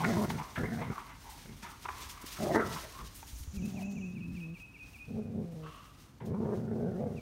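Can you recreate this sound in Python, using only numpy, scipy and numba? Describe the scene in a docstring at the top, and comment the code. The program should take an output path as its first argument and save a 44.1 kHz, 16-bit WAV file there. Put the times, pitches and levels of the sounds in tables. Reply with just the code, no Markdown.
"""At the edge of a wood, dogs wrestle on loose sand a few metres away.
One growls in rough bouts and barks once: pulses from its vocal folds excite the resonances of throat
and mouth. Turbulent breath makes huffs and a wheeze, and closing jaws ring the mouth cavity.
Paws scuff the sand in countless tiny impacts and thump the ground. A thin buzz comes and goes,
and a songbird whistles a two-note phrase that the trees scatter."""
import sys
import numpy as np
from scipy import signal
from scipy.fft import rfft, irfft, next_fast_len
from scipy.io import wavfile
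from scipy.ndimage import uniform_filter1d
from numba import njit

SR = 44100
rng = np.random.default_rng(int(sys.argv[2]) if len(sys.argv) > 2 else 0)


def waveform_to_disk(signal):
    """Save audio, clipped to [-1, 1], as 16-bit WAV at the path in sys.argv[1]."""
    frames = np.transpose(np.atleast_2d(signal))
    scaled = np.clip(frames, -1, 1) * 32767
    samples = np.round(scaled).astype(np.int16)
    wavfile.write(sys.argv[1], SR, samples)


N = 317955
TIME = np.arange(N) / SR

# bouts of growling: start/s, end/s, pitch at easy effort/Hz, roughness (0-1), rasp re throat/dB
GROWLS = [(0, 0.262, 143.7, 0.45, -7), (0.277, 0.433, 149, 0.66, -4.5), (0.577, 0.926, 166, 0.8, -7),
          (1.448, 1.602, 180, 0.93, -4), (2.391, 2.779, 176.9, 0.71, -9.5), (2.993, 3.064, 165.8, 0.8, -6),
          (3.535, 4.548, 182.1, .55, -32), (5.08, 5.706, 178.4, 0.72, -30.5),
          (6.21, 7.194, 175.1, 0.76, -20.5)]
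# one curve per growl: t/s, effort as chest level/dB, mouth opening as throat level re chest/dB
EFFORT = [
    [(0, -35.5, -13.5), (.09, -30, -4.5), (.14, -31, -6), (.19, -29.5, -6), (.255, -33, -5.5)],
    [(.29, -36, -12), (.37, -36, -11.5), (.43, -45, -15)],
    [(.58, -32.5, -7.5), (.61, -34, -6), (.645, -33, -2), (.665, -41, -2), (.69, -33, -10.5),
     (.77, -37.5, -11), (.825, -35, -1), (.85, -39, -15), (.91, -37, -10.5)],
    [(1.45, -53, -5.5), (1.52, -46.5, -12.5), (1.6, -56, -28)],
    [(2.395, -40.5, -4), (2.42, -37, -1.5), (2.437, -32, -3.5), (2.453, -41.5, 6.5), (2.468, -36, 6),
     (2.483, -42, 4), (2.498, -38, 6.5), (2.525, -41, 5), (2.555, -35.5, 7), (2.595, -35.5, 4.5),
     (2.63, -43.5, 6), (2.66, -34.5, -3.5), (2.7, -46, -9), (2.77, -44, -21)],
    [(3.0, -52, -8), (3.04, -45.5, -6), (3.06, -50, -9)],
    [(3.54, -42, -19), (3.65, -37.5, -19), (3.74, -39.5, -14), (3.84, -38.2, -18), (4.0, -38.5, -18),
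     (4.12, -41.5, -21), (4.35, -40, -28), (4.45, -43.5, -21), (4.54, -42.5, -22.5)],
    [(5.085, -41, -11.5), (5.15, -39, -12.5), (5.195, -35, -5), (5.215, -39, -11), (5.33, -39, -12),
     (5.43, -41, -7.5), (5.52, -44, -11), (5.66, -46, -8), (5.705, -49, -12.5)],
    [(6.215, -42, -7.5), (6.31, -41, -7), (6.345, -35, -8), (6.38, -37.5, -14.5), (6.41, -37, -5),
     (6.44, -37.5, -5), (6.465, -34, -2.5), (6.535, -33.5, 2), (6.575, -36.5, -6), (6.645, -37.5, -9.5),
     (6.675, -40, -7), (6.73, -36.5, -6), (6.79, -37, -2.5), (6.87, -34.5, -5.5), (6.96, -35.5, -4.5),
     (7.03, -36, -2), (7.11, -40, -6), (7.19, -39, -8)],
]
# the folds lock into a note: start/s, end/s, first pitch/Hz, last pitch/Hz, roughness (0-1)
LOCKED_NOTES = [(.06, 0.118, 222.8, 227.1, 0.47), (0.165, 0.246, 212.7, 205.3, 0.54),
                (2.544, 2.609, 224.2, 219.7, 0.48), (3.538, 3.619, 206.3, 177.2, 0.18),
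                (3.781, 3.939, 189.5, 200.2, 0.22), (3.995, 4.114, 192, 177, 0.19),
                (4.358, 4.452, 182.2, 160.1, 0.02), (4.443, 4.556, 158.2, 171.7, 0.06),
                (5.18, 5.213, 207.1, 215.5, 0.31), (5.455, 5.525, 173.4, 164.5, 0.02),
                (5.547, 5.707, 159.3, 154.5, 0.18), (6.329, 6.383, 151.1, 234.3, 0.38),
                (6.505, 6.564, 195.9, 190, 0.44), (6.847, 6.904, 155.6, 213, 0.36),
                (6.936, 7.001, 154.6, 219.9, 0.36)]
# the jaws gape: t/s, half length/s, first formant shift/Hz, second formant boost/dB, rasp boost/dB
GAPES = [(0.045, 0.02, 33, 10, 14), (0.103, 0.048, -46, 18, -2.5), (0.216, 0.075, -45, 18.5, 2.5),
         (0.573, 0.016, 9, 23, 10), (0.732, .075, 24, 17, 2.5), (0.823, 0.039, 114.5, 20.5, -4),
         (2.452, 0.12, -36, 20.5, -6), (2.495, .03, -9, 6, 0.5), (2.57, 0.038, -49, 4, 8),
         (3.83, 0.15, 17, 22.5, -3), (4.491, 0.071, 97, -4, 0), (5.26, .17, 26, 1, 3),
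         (5.578, 0.1, 106, -5, 6), (6.347, 0.026, 34, -8, 6.5), (6.49, 0.061, 2, -2, 0),
         (6.855, 0.065, 43, -6, -2), (7.043, 0.059, 109, -4, -3.5)]
# resonances of the airway: f/Hz, bandwidth/Hz, gain/dB
CHEST_MODES = [(114.4, 50, 1), (215.2, 27.6, -3)]
PRESSED_THROAT_MODES = [(300, 72, -1.5), (400, 89, -6.5), (615, 24, -21)]
MOUTH_MODES = [(985, 175, 3.5), (1426, 130, 0.5), (1713, 140, -5), (2127, 210, -8)]
MUZZLE_MODES = [(1480, 820, 2.5), (2020, 230, -0.5), (2690, 490, -17), (3400, 770, -3)]
WHEEZE_MODES = [(658.5, 120, -10), (1163, 150, 2), (1850, 590, -7.5), (2727, 330, -5)]
# sand stirred by the wrestling, ebbing once one dog lies on its back: t/s, level/dB
VIGOUR = [(0, -66), (.45, -61), (1.15, -66), (1.5, -65.5), (2.08, -63), (2.19, -65), (2.3, -57.5),
          (2.56, -56.5), (2.59, -60.5), (2.72, -64), (2.9, -60), (3.5, -69), (4.6, -79), (5.15, -74.5),
          (5.45, -83.5), (7.2, -73.5)]
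# a body or leg shoves through the sand: t/s, level/dB, half length/s
SHOVES = [(0.137, -53, 0.19), (0.595, -59.5, 0.077), (1.357, -62, 0.17), (1.698, -60.5, 0.032),
          (2.005, -56, 0.13), (2.43, -56, 0.11), (2.772, -53.5, 0.1), (3.05, -62, 0.027),
          (3.707, -64, 0.066), (4.37, -68, 0.082), (4.596, -69, 0.043), (4.93, -69.5, 0.16),
          (5.743, -70, 0.32), (6.029, -67, 0.061), (6.55, -71, 0.086), (7.18, -73.5, 0.066)]
# paws kick sand: t/s, level/dB, rise/s, decay/s, fine spray re coarse grit/dB
KICKS = [(.088, -47, .01, 0.052, -9), (.225, -49, 0.011, 0.009, 7), (.304, -44, .01, 0.015, -4),
         (1.301, -52.5, 0.0058, 0.042, 3), (1.634, -50.5, 0.0094, 0.025, -8),
         (2.102, -45.5, .012, 0.028, -1), (2.22, -50, 0.0064, 0.0093, 7), (2.267, -44.5, 0.0074, 0.018, 2),
         (2.331, -45.5, 0.015, 0.016, -1), (2.435, -45, .01, 0.013, -2), (2.562, -45, 0.035, .007, -7),
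         (2.675, -48, .016, 0.0049, -5), (2.738, -43.5, 0.02, 0.012, -8), (2.845, -53, 0.042, 0.011, 1),
         (2.926, -53, .006, .006, -1), (3.077, -52.5, 0.038, 0.0071, -4), (3.159, -50, 0.015, 0.052, 8.5),
         (3.28, -53, .012, 0.09, 2), (3.395, -54.5, 0.024, 0.043, 10), (3.437, -56, 0.0069, .005, -3),
         (3.565, -54, 0.027, 0.011, -1), (3.66, -53, 0.0082, 0.008, 8), (3.83, -56.5, 0.052, 0.0072, 0),
         (3.922, -60, .018, 0.011, -2), (4.895, -71, 0.021, 0.018, 2), (4.958, -64, .004, .05, 4),
         (6.262, -58.5, 0.0095, 0.022, 0)]
# paws and bodies land: t/s, level/dB, f/Hz, time to fall 60 dB/s
THUMPS = [(0.581, -29, 88, 0.1), (0.631, -33, 57.3, 0.11), (1.63, -35, 197, 0.038),
          (2.052, -52, 68.7, 0.26), (2.241, -24.5, 294.6, 0.013), (2.639, -41, 71.5, 0.37),
          (3.018, -38, 56, 0.21), (3.33, -37, 57.4, 0.47), (3.407, -32.5, 67.4, 0.094),
          (3.476, -31.5, 73.1, 0.14), (3.571, -30, 64.7, 0.15), (4.329, -40, 68, 0.14)]
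# noise spectra of sand, ground and open air: f/Hz, relative spectral density/dB
SCRAPE_SPECTRUM = [(180, -19), (300, -3), (720, -9), (985, -6.5), (1730, -6), (3690, -5), (4880, -5.5),
                   (6150, -2.5), (7750, -5.5), (9450, -3), (10400, -39), (12700, -27), (15500, -33)]
SPRAY_SPECTRUM = [(5000, -1), (7500, -3.5), (9000, 2), (10300, -3), (11500, -1), (15500, -4)]
GRIT_SPECTRUM = [(1200, 0.5), (3500, 4.5), (6500, 3), (9000, -9.5), (15500, -31)]
RUMBLE_SPECTRUM = [(22, -13), (45, 14), (75, 9), (130, -3), (280, -17), (600, -47)]
AIR_SPECTRUM = [(24, -25), (40, 1), (91, 2), (149, -1), (206, -5.5), (277, -3.5), (329, -12.5),
                (568, -19.5), (1170, -18.5), (2010, -26.5), (2780, -27.5), (3070, -30.5), (15000, -44)]
# huffs and snorts: t/s, level/dB, main resonance/Hz, rise/s, decay/s, brightness/dB
HUFFS = [(.034, -36, 846, 0.08, 0.022, -9.5), (0.048, -31.5, 1800, 0.002, 0.0055, -18),
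         (.305, -36, 960, 0.0051, 0.0052, -0.5), (.394, -38.5, 905, 0.012, 0.0097, -6.5),
         (0.42, -37, 1020, 0.016, 0.0095, -15), (.46, -52, 1040, .02, 0.072, -12),
         (.563, -45.5, 1620, 0.005, 0.022, 6.5), (.827, -43.5, 980, 0.024, 0.034, -1.5),
         (.919, -44.5, 870, 0.0062, 0.012, -11), (.955, -48.5, 1160, 0.047, 0.053, -16),
         (.982, -41, 1099, .0015, 0.0046, -16), (1.0, -48.5, 940, 0.031, 0.032, -5),
         (1.12, -57, 1010, 0.043, 0.032, 3.5), (1.275, -50.5, 892, 0.028, 0.08, -10),
         (1.628, -56.5, 1260, 0.0022, 0.015, 7.5), (1.651, -46.5, 930, .012, 0.037, -8),
         (1.675, -51.5, 1250, 0.019, 0.029, -5), (1.735, -54.5, 1125, 0.017, 0.03, -20),
         (1.858, -34, 1040, 0.0059, 0.0063, -7.5), (1.89, -35, 1080, 0.005, 0.0095, -14),
         (1.93, -51.5, 1030, 0.035, 0.21, -4), (2.22, -57.5, 1130, 0.088, 0.08, -3.5),
         (2.385, -51.5, 1250, 0.022, 0.018, -1.5), (2.62, -41.5, 1240, .045, 0.058, -20),
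         (2.768, -38.5, 1020, 0.006, 0.012, -5.5), (2.85, -46, 590, 0.018, 0.0082, -5),
         (3.013, -48, 1070, 0.07, 0.018, -15), (3.231, -45, 895, 0.0031, 0.0065, -7),
         (3.81, -50, 690, 0.039, 0.043, -11), (5.664, -46.5, 1200, 0.0029, 0.015, -20),
         (6.208, -52, 936, 0.0056, 0.03, -3.5)]
# jaws snap shut: t/s, peak level/dB, cavity resonance/Hz
SNAPS = [(.044, -26, 1400), (.981, -35, 1080), (1.851, -36, 974), (2.991, -35, 1040)]
# the lips curl and a resonance glides: start/s, end/s, first f/Hz, last f/Hz, level/dB
SNARLS = [(0.11, 0.142, 1700, 1600, -50), (0.225, 0.246, 1015, 1030, -46), (.585, 0.63, 1510, 1360, -48),
          (0.635, 0.652, 1840, 2120, -47), (0.654, 0.679, 2130, 1920, -42.5),
          (0.788, 0.825, 1800, 2080, -54), (0.856, 0.89, 2170, 1850, -57), (2.584, 2.643, 1350, 1304, -39),
          (2.688, 2.761, 950, 940, -51.5), (6.332, 6.38, 840, 1010, -51.5), (6.406, 6.541, 868, 948, -50.5),
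          (6.514, 6.555, 1475, 1738, -60), (6.686, 6.715, 1373, 1319, -59),
          (6.821, 6.91, 1482, 1410, -63.5)]
# thin buzz from the bushes: t/s, level/dB
BUZZ = [(3.1, -63), (3.6, -64), (3.97, -63.5), (4.2, -68)]
# the bird's phrase: t from its start/s, f/Hz, relative level/dB
BIRD_CONTOUR = [(0, 2950, -22), (.006, 2780, -8), (.02, 2500, -1), (.036, 2310, -1), (.044, 2270, -20),
                (.054, 2950, -24), (.058, 2850, -6), (.067, 2540, -2), (.085, 2490, 3), (.105, 2560, 0),
                (.118, 2600, -1), (.128, 2640, -25)]
# its repeats: t/s, level/dB, shift of the second note/Hz
BIRD_PHRASES = [(3.558, -58, 59.5), (3.754, -53, 44.5), (3.953, -53.5, 37), (4.148, -55, 32),
                (4.346, -53, 18.5), (4.538, -53.5, 15.5), (4.733, -53, -24), (4.93, -53, -41),
                (7.159, -55.5, -8)]

JAW_HZ, JAW_WIDTH_HZ = 372, 157   # first formant, jaws nearly shut
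SECOND_HZ, SECOND_WIDTH_HZ, SECOND_DB = 610, 174, -20   # second formant at rest


def from_db(db):
    """Amplitude ratio of a level in decibels."""
    return 10 ** (np.asarray(db) / 20)


def rms_one(x):
    """Normalisation to unit mean power."""
    return x / np.sqrt(np.mean(x ** 2) + 1e-20)


def evened(x, window_s):
    """Division by the running rms holds the power at 1; faster detail stays."""
    size = max(int(window_s * SR), 8)
    power = uniform_filter1d(uniform_filter1d(x * x, size), size)
    return x / np.sqrt(np.abs(power) + 1e-14)


def in_time(rows):
    """Linear interpolation of each column of a curve to every sample."""
    s, *columns = np.transpose(rows)
    return [np.interp(TIME, s, c) for c in columns]


def drift(rate_hz):
    """Low-passed noise: a smooth random wander of spread 1."""
    step, settle = 40, 2000
    r = np.exp(-2 * np.pi * rate_hz * step / SR)
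    noise = rng.standard_normal(N // step + settle + 2)
    slow = signal.lfilter([1], [1, -2 * r, r * r], noise)[settle:]
    return np.interp(np.arange(N) / step, np.arange(len(slow)), rms_one(slow))


def coloured(x, spectrum):
    """Spectral shaping to a smooth curve, rolled off below its first point; rms 1."""
    size = next_fast_len(N)
    f = np.maximum(np.arange(size // 2 + 1) * SR / size, 1)
    hz, db = np.transpose(spectrum)
    gain = from_db(np.interp(np.log(f), np.log(hz), db)) / np.sqrt(1 + (hz[0] / f) ** 4)
    return rms_one(irfft(rfft(x, size) * gain, size)[:N])


def band(x, low_hz, high_hz, order=3):
    """Zero-phase band-pass filtering."""
    return signal.sosfiltfilt(signal.butter(order, [low_hz, high_hz], "band", fs=SR, output="sos"), x)


def resonate(x, modes):
    """Superposition of damped resonators (f/Hz, bandwidth/Hz, gain/dB)."""
    out = 0
    for hz, width, db in modes:
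        r = np.exp(-np.pi * width / SR)
        feed = np.array([1, 0, -1]) * (1 - r * r) / 2
        feedback = [1, -2 * r * np.cos(2 * np.pi * hz / SR), r * r]
        out = out + from_db(db) * signal.lfilter(feed, feedback, x + 1e-18)
    return out


@njit
def sweep(x, hz, width_hz):
    """A damped resonator whose natural frequency varies in time."""
    r, out = np.exp(-np.pi * width_hz / SR), np.zeros(len(x))
    for i in range(2, len(x)):
        drive = (x[i] - x[i - 2]) * (1 - r * r) / 2
        out[i] = drive + 2 * r * np.cos(2 * np.pi * hz[i] / SR) * out[i - 1] - r * r * out[i - 2] + 1e-18
    return out


def formant(x, hz, width_hz):
    """Two moving resonators in cascade give a peak with steep flanks."""
    return sweep(sweep(x, hz, float(width_hz)), hz, 2 * float(width_hz))


def burst(s, rise, decay):
    """Sample range and envelope of a Gaussian rise to time s and an exponential decay."""
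    span = slice(max(int((s - 3 * rise) * SR), 0), min(int((s + 7 * decay) * SR), N))
    t = TIME[span] - s
    return span, np.exp(-(np.minimum(t, 0) / rise) ** 2 - np.maximum(t, 0) / decay)


def swell(s, half_s, order=2):
    """A Gaussian window of height 1 around s; a higher order flattens its top."""
    return np.exp(-np.minimum(np.abs((TIME - s) / half_s) ** order, 50))


def during(rows, edge_s):
    """A trapezoidal gate, open from each row's start to its end."""
    return sum(np.clip(np.minimum(TIME - start, end - TIME) / edge_s + .5, 0, 1)
               for start, end, *_ in rows)


def trees(x, t60, first_s):
    """Scattering by trunks and bushes: convolution with sparse, decaying echoes of unit energy."""
    t = TIME[:SR]
    echoes = rng.standard_normal(SR) * (rng.random(SR) < .02)
    echoes = echoes * from_db(-60 * t / t60) * np.clip(t / first_s - 1, 0, 1)
    return signal.fftconvolve(x, echoes / np.sqrt(np.sum(echoes ** 2)))[:N]


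def growl_controls(easy_db=-40, pitch_rise_per_db=0.02, lock_s=.015, tremble_db=2.9):
    """Phonation and articulation: effort raises level and pitch, and gaping shifts the formants."""
    effort_db, opening_db = in_time([point for curve in EFFORT for point in curve])
    easy_hz, rough, rasp_db = in_time([(s, *voice) for start, end, *voice in GROWLS
                                       for s in (start, end)])
    pitch = easy_hz * np.exp(pitch_rise_per_db * (effort_db - easy_db))
    for start, end, from_hz, to_hz, note_rough in LOCKED_NOTES:
        lock = during([(start, end)], lock_s)
        pitch = pitch + lock * (np.interp(TIME, [start, end], [from_hz, to_hz]) - pitch)
        rough = rough + lock * (note_rough - rough)
    jaw_hz, second_db = JAW_HZ, SECOND_DB
    for s, half_s, shift_hz, open_db, extra_db in GAPES:
        gape = swell(s, half_s, order=4)
        jaw_hz = jaw_hz + shift_hz * gape
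        second_db = second_db + open_db * gape
        rasp_db = rasp_db + extra_db * gape
    chest_db = effort_db + tremble_db * rough * drift(8.5)
    throat_db = chest_db + opening_db
    return pitch, rough, jaw_hz, second_db, chest_db, throat_db, throat_db + rasp_db


def fold_pulses(pitch, rough, warble_hz=24, warble_depth=.3, lurch=.09, jitter=.11, shimmer_db=4.5):
    """One pulse per vocal fold closure; roughness adds jitter, shimmer and period doubling."""
    flap_hz = warble_hz * np.exp(.3 * drift(6))   # slack tissue flaps and bends the pitch
    warble = np.sin(2 * np.pi * np.cumsum(flap_hz) / SR)
    pitch = pitch * np.exp(rough ** 2 * (lurch * drift(14) + warble_depth * warble))
    pulses, at = np.zeros(N), 0.
    for k, (timing, strength) in enumerate(np.clip(rng.standard_normal((2000, 2)), -2, 2)):
        i = int(at)
        if i >= N:
            break
        doubling = rough[i] ** 2 * (-1) ** k   # strong, long cycles alternate with weak, short ones
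        pulses[i] = from_db(shimmer_db * rough[i] * strength) * (1 + .39 * doubling)
        at += SR / pitch[i] * np.exp(jitter * rough[i] * timing + .13 * doubling)
    return pulses


def rasp(source, jaw_hz, rasp_db, bared_db=-5.5, wander=0.035, swing_db=6.5, moves_hz=6):
    """Mouth resonances rise with the jaw, wander with the tongue and brighten as the teeth are bared."""
    out, lift = 0, np.sqrt(jaw_hz / JAW_HZ)
    for k, (hz, width, db) in enumerate(MOUTH_MODES):
        tilt_db = 0.1 * (rasp_db - bared_db) * np.log2(hz / MOUTH_MODES[0][0])
        centre = hz * lift * np.exp(wander * drift(moves_hz))
        gain = from_db(db + tilt_db + swing_db * drift(moves_hz))
        out = out + (-1) ** k * gain * formant(source, centre, width)
    return out


def growls(puff_s=0.0039, even_s=0.025, edge_s=0.011, leak=0.4, rasp_air=0.47, rattle_db=3):
    """Source and filter: fold pulses and puffs of air excite the chest, throat and mouth resonances."""
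    pitch, rough, jaw_hz, second_db, chest_db, throat_db, mouth_db = growl_controls()
    pulses = fold_pulses(pitch, rough)
    airflow = signal.lfilter([1], [1, -np.exp(-1 / (puff_s * SR))], pulses + 1e-18)
    pulses, puffs = rms_one(pulses), rms_one(airflow * rng.standard_normal(N))
    voiced = pulses + .3 * rough * puffs
    hoarse = voiced + leak * puffs
    second_hz = SECOND_HZ + 0.65 * (jaw_hz - JAW_HZ)
    vowel = formant(hoarse, jaw_hz, JAW_WIDTH_HZ)
    vowel += from_db(second_db) * formant(hoarse, second_hz, SECOND_WIDTH_HZ)
    pressed = np.clip((throat_db + 41) / 8, 0, 1)   # the louder, the more the throat is pressed
    vowel += pressed * resonate(voiced, PRESSED_THROAT_MODES)
    chest = evened(band(resonate(voiced, CHEST_MODES), 66, 315, order=4), even_s)
    throat = evened(band(vowel, 215, 950), even_s)
    # wet tissue makes some closures snap harder
    rattle = (pulses + rasp_air * puffs) * from_db(rattle_db * drift(74))
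    mouth = evened(band(rasp(rattle, jaw_hz, mouth_db - throat_db), 700, 2500), even_s)
    voice = from_db(chest_db) * chest + from_db(throat_db) * throat + from_db(mouth_db) * mouth
    return during(GROWLS, edge_s) * voice + snarls(rattle)


def stirred_db():
    """Incoherent sources add in power: the level of the general scuffle plus each shove."""
    shoves = sum((from_db(db) * swell(s, half_s)) ** 2 for s, db, half_s in SHOVES)
    return 10 * np.log10(from_db(in_time(VIGOUR)[0]) ** 2 + shoves)


def grains(spectrum, spread_db=0.9):
    """Countless tiny impacts of uneven size sum to noise of the given spectrum."""
    noise = rng.standard_normal(N)
    sizes = np.minimum(rng.exponential(1, N // 16 + 1), 6)
    return coloured(noise * from_db(spread_db * np.repeat(sizes, 16)[:N]), spectrum)


def sand(clump_db=1.54, spray_db=0.5):
    """Granular noise: sand scrapes and sprays in clumps, and kicks throw showers, coarse or fine."""
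    clumps_db = clump_db * drift(15)
    scrape = grains(SCRAPE_SPECTRUM)
    scrape = band(scrape, 220, 7010, order=2) / np.std(band(scrape, 3600, 5950)) * from_db(drift(53))
    spray = grains(SPRAY_SPECTRUM) * from_db(drift(45))
    grit, dust = grains(GRIT_SPECTRUM), grains(SPRAY_SPECTRUM)
    out = from_db(stirred_db() + clumps_db) * (scrape + from_db(spray_db) * spray)
    for s, db, rise, decay, fine_db in KICKS:
        span, shape = burst(s, rise, decay)
        fine = from_db(fine_db)
        out[span] += from_db(db) * shape * (grit[span] + fine * dust[span]) / np.hypot(1, fine)
    return out


def ground(rumble_db=-60, follows=0.44, attack_s=0.0022):
    """Each landing excites a damped oscillation, over the low rumble of shifting bodies."""
    moving_db = stirred_db()
    rumble = evened(coloured(rng.standard_normal(N), RUMBLE_SPECTRUM), 0.092)
    out = from_db(rumble_db + follows * (moving_db - moving_db.mean())) * rumble
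    t = TIME[:SR // 2]
    for s, db, hz, t60 in THUMPS:
        envelope = from_db(db - 60 * t / t60) * (1 - np.exp(-t / attack_s))
        i = int(s * SR)
        out[i:i + len(t)] += envelope * np.sin(2 * np.pi * hz * t)
    return out


def open_air(level_db=-57):
    """Ambient noise: stationary, broadband and strongest in the bass."""
    return from_db(level_db) * coloured(rng.standard_normal(N), AIR_SPECTRUM)


def huffs(width_share=0.14, flutter_db=3.0, body_hz=387, body_db=-17):
    """Turbulence: gusts through the open jaws excite the airway's resonances and flutter with the lips."""
    air = rng.standard_normal(N) * from_db(flutter_db * drift(92))
    muzzle = evened(band(resonate(air, MUZZLE_MODES), 300, 3260, order=4), 0.0075)
    body = from_db(body_db) * evened(resonate(air, [(body_hz, 30, 0)]), 0.026)
    out = np.zeros(N)
    for s, db, hz, rise, decay, bright_db in HUFFS:
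        span, shape = burst(s, rise, decay)
        main = resonate(resonate(air[span], [(hz, width_share * hz, 0)]), [(hz, hz, 0)])
        breath = evened(main, 0.038) + body[span] + from_db(bright_db) * muzzle[span]
        out[span] += from_db(db) * shape * breath
    return out


def snaps(width_hz=190, muzzle_db=-22):
    """Impulse response: closing jaws ring the mouth cavity and the muzzle for a few milliseconds."""
    out, click = np.zeros(N), signal.unit_impulse(SR // 20)
    for s, db, hz in SNAPS:
        cavity = resonate(resonate(click, [(hz, width_hz, 0)]), [(hz, hz / 2, 0)])
        ring = cavity + from_db(muzzle_db) * resonate(click, MUZZLE_MODES)
        i = int(s * SR)
        out[i:i + len(ring)] += from_db(db) * ring / np.abs(ring).max()
    return out


def snarls(source, width_hz=100, edge_s=.012):
    """Formant transition: one narrow mouth resonance stands out and glides while the lips curl."""
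    out = 0
    for start, end, from_hz, to_hz, db in SNARLS:
        glide = formant(source, np.interp(TIME, [start, end], [from_hz, to_hz]), width_hz)
        out = out + from_db(db) * during([(start, end)], edge_s) * evened(glide, .02)
    return out


def buzz(throb_db=2.0, fade_s=.2):
    """Amplitude modulation: a narrow band of treble noise swells, throbs irregularly and stops."""
    present = np.clip(np.minimum(TIME - BUZZ[0][0], BUZZ[-1][0] - TIME) / fade_s, 0, 1)
    level_db = in_time(BUZZ)[0] + throb_db * drift(34)
    return present * from_db(level_db) * rms_one(band(rng.standard_normal(N), 5520, 7400))


def bird(waver_hz=24, echo_db=-5.0):
    """Frequency modulation: a pure whistle slurs down, then scoops; the trees smear each phrase."""
    offset, contour, contour_db = np.transpose(BIRD_CONTOUR)
    out, waver = np.zeros(N), waver_hz * drift(150)
    for s, db, shift_hz in BIRD_PHRASES:
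        span = slice(int(s * SR), min(int((s + offset[-1]) * SR), N))
        t = TIME[span] - s
        second_note = t > offset[-1] * .4
        hz = np.interp(t, offset, contour) + shift_hz * second_note + waver[span]
        amplitude = np.sqrt(2) * from_db(db + np.interp(t, offset, contour_db))
        out[span] += amplitude * np.sin(2 * np.pi * np.cumsum(hz) / SR)
    return out + from_db(echo_db) * trees(out, t60=0.99, first_s=0.002)


def wheeze(start_s=5.622, level_db=-57, attack_s=0.014, hold_s=0.15, release_s=0.12, flutter_db=1.0):
    """Flow through a constriction: hoarse air flutters in the narrowed throat and excites its modes."""
    t = TIME - start_s
    shape = np.clip(t / attack_s, 0, 1) * np.exp(-np.maximum(t - hold_s, 0) / release_s)
    air, tone = rng.standard_normal(N), 0
    for hz, width, db in WHEEZE_MODES:
        mode = resonate(resonate(air, [(hz, width, 0)]), [(hz, hz / 2, 0)])
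        tone = tone + from_db(db) * evened(mode, 0.02)
    return from_db(level_db + flutter_db * drift(38.1)) * shape * tone


def scene():
    """Superposition of the dogs' direct sound, its echo from the wood and the surroundings; mono."""
    dogs = growls() + huffs() + wheeze() + snaps()
    echo = from_db(-9.0) * trees(band(dogs, 384, 9500, order=1), t60=0.8, first_s=0.0045)
    return (dogs + echo + open_air() + sand() + ground() + bird() + buzz())[None]


def record(dry, cutoff_hz=15750):
    """Band limiting: an elliptic low-pass cuts the top steeply."""
    return signal.sosfilt(signal.ellip(12, .1, 70, cutoff_hz, fs=SR, output="sos"), dry)


dry = scene()
out = record(dry)
waveform_to_disk(out)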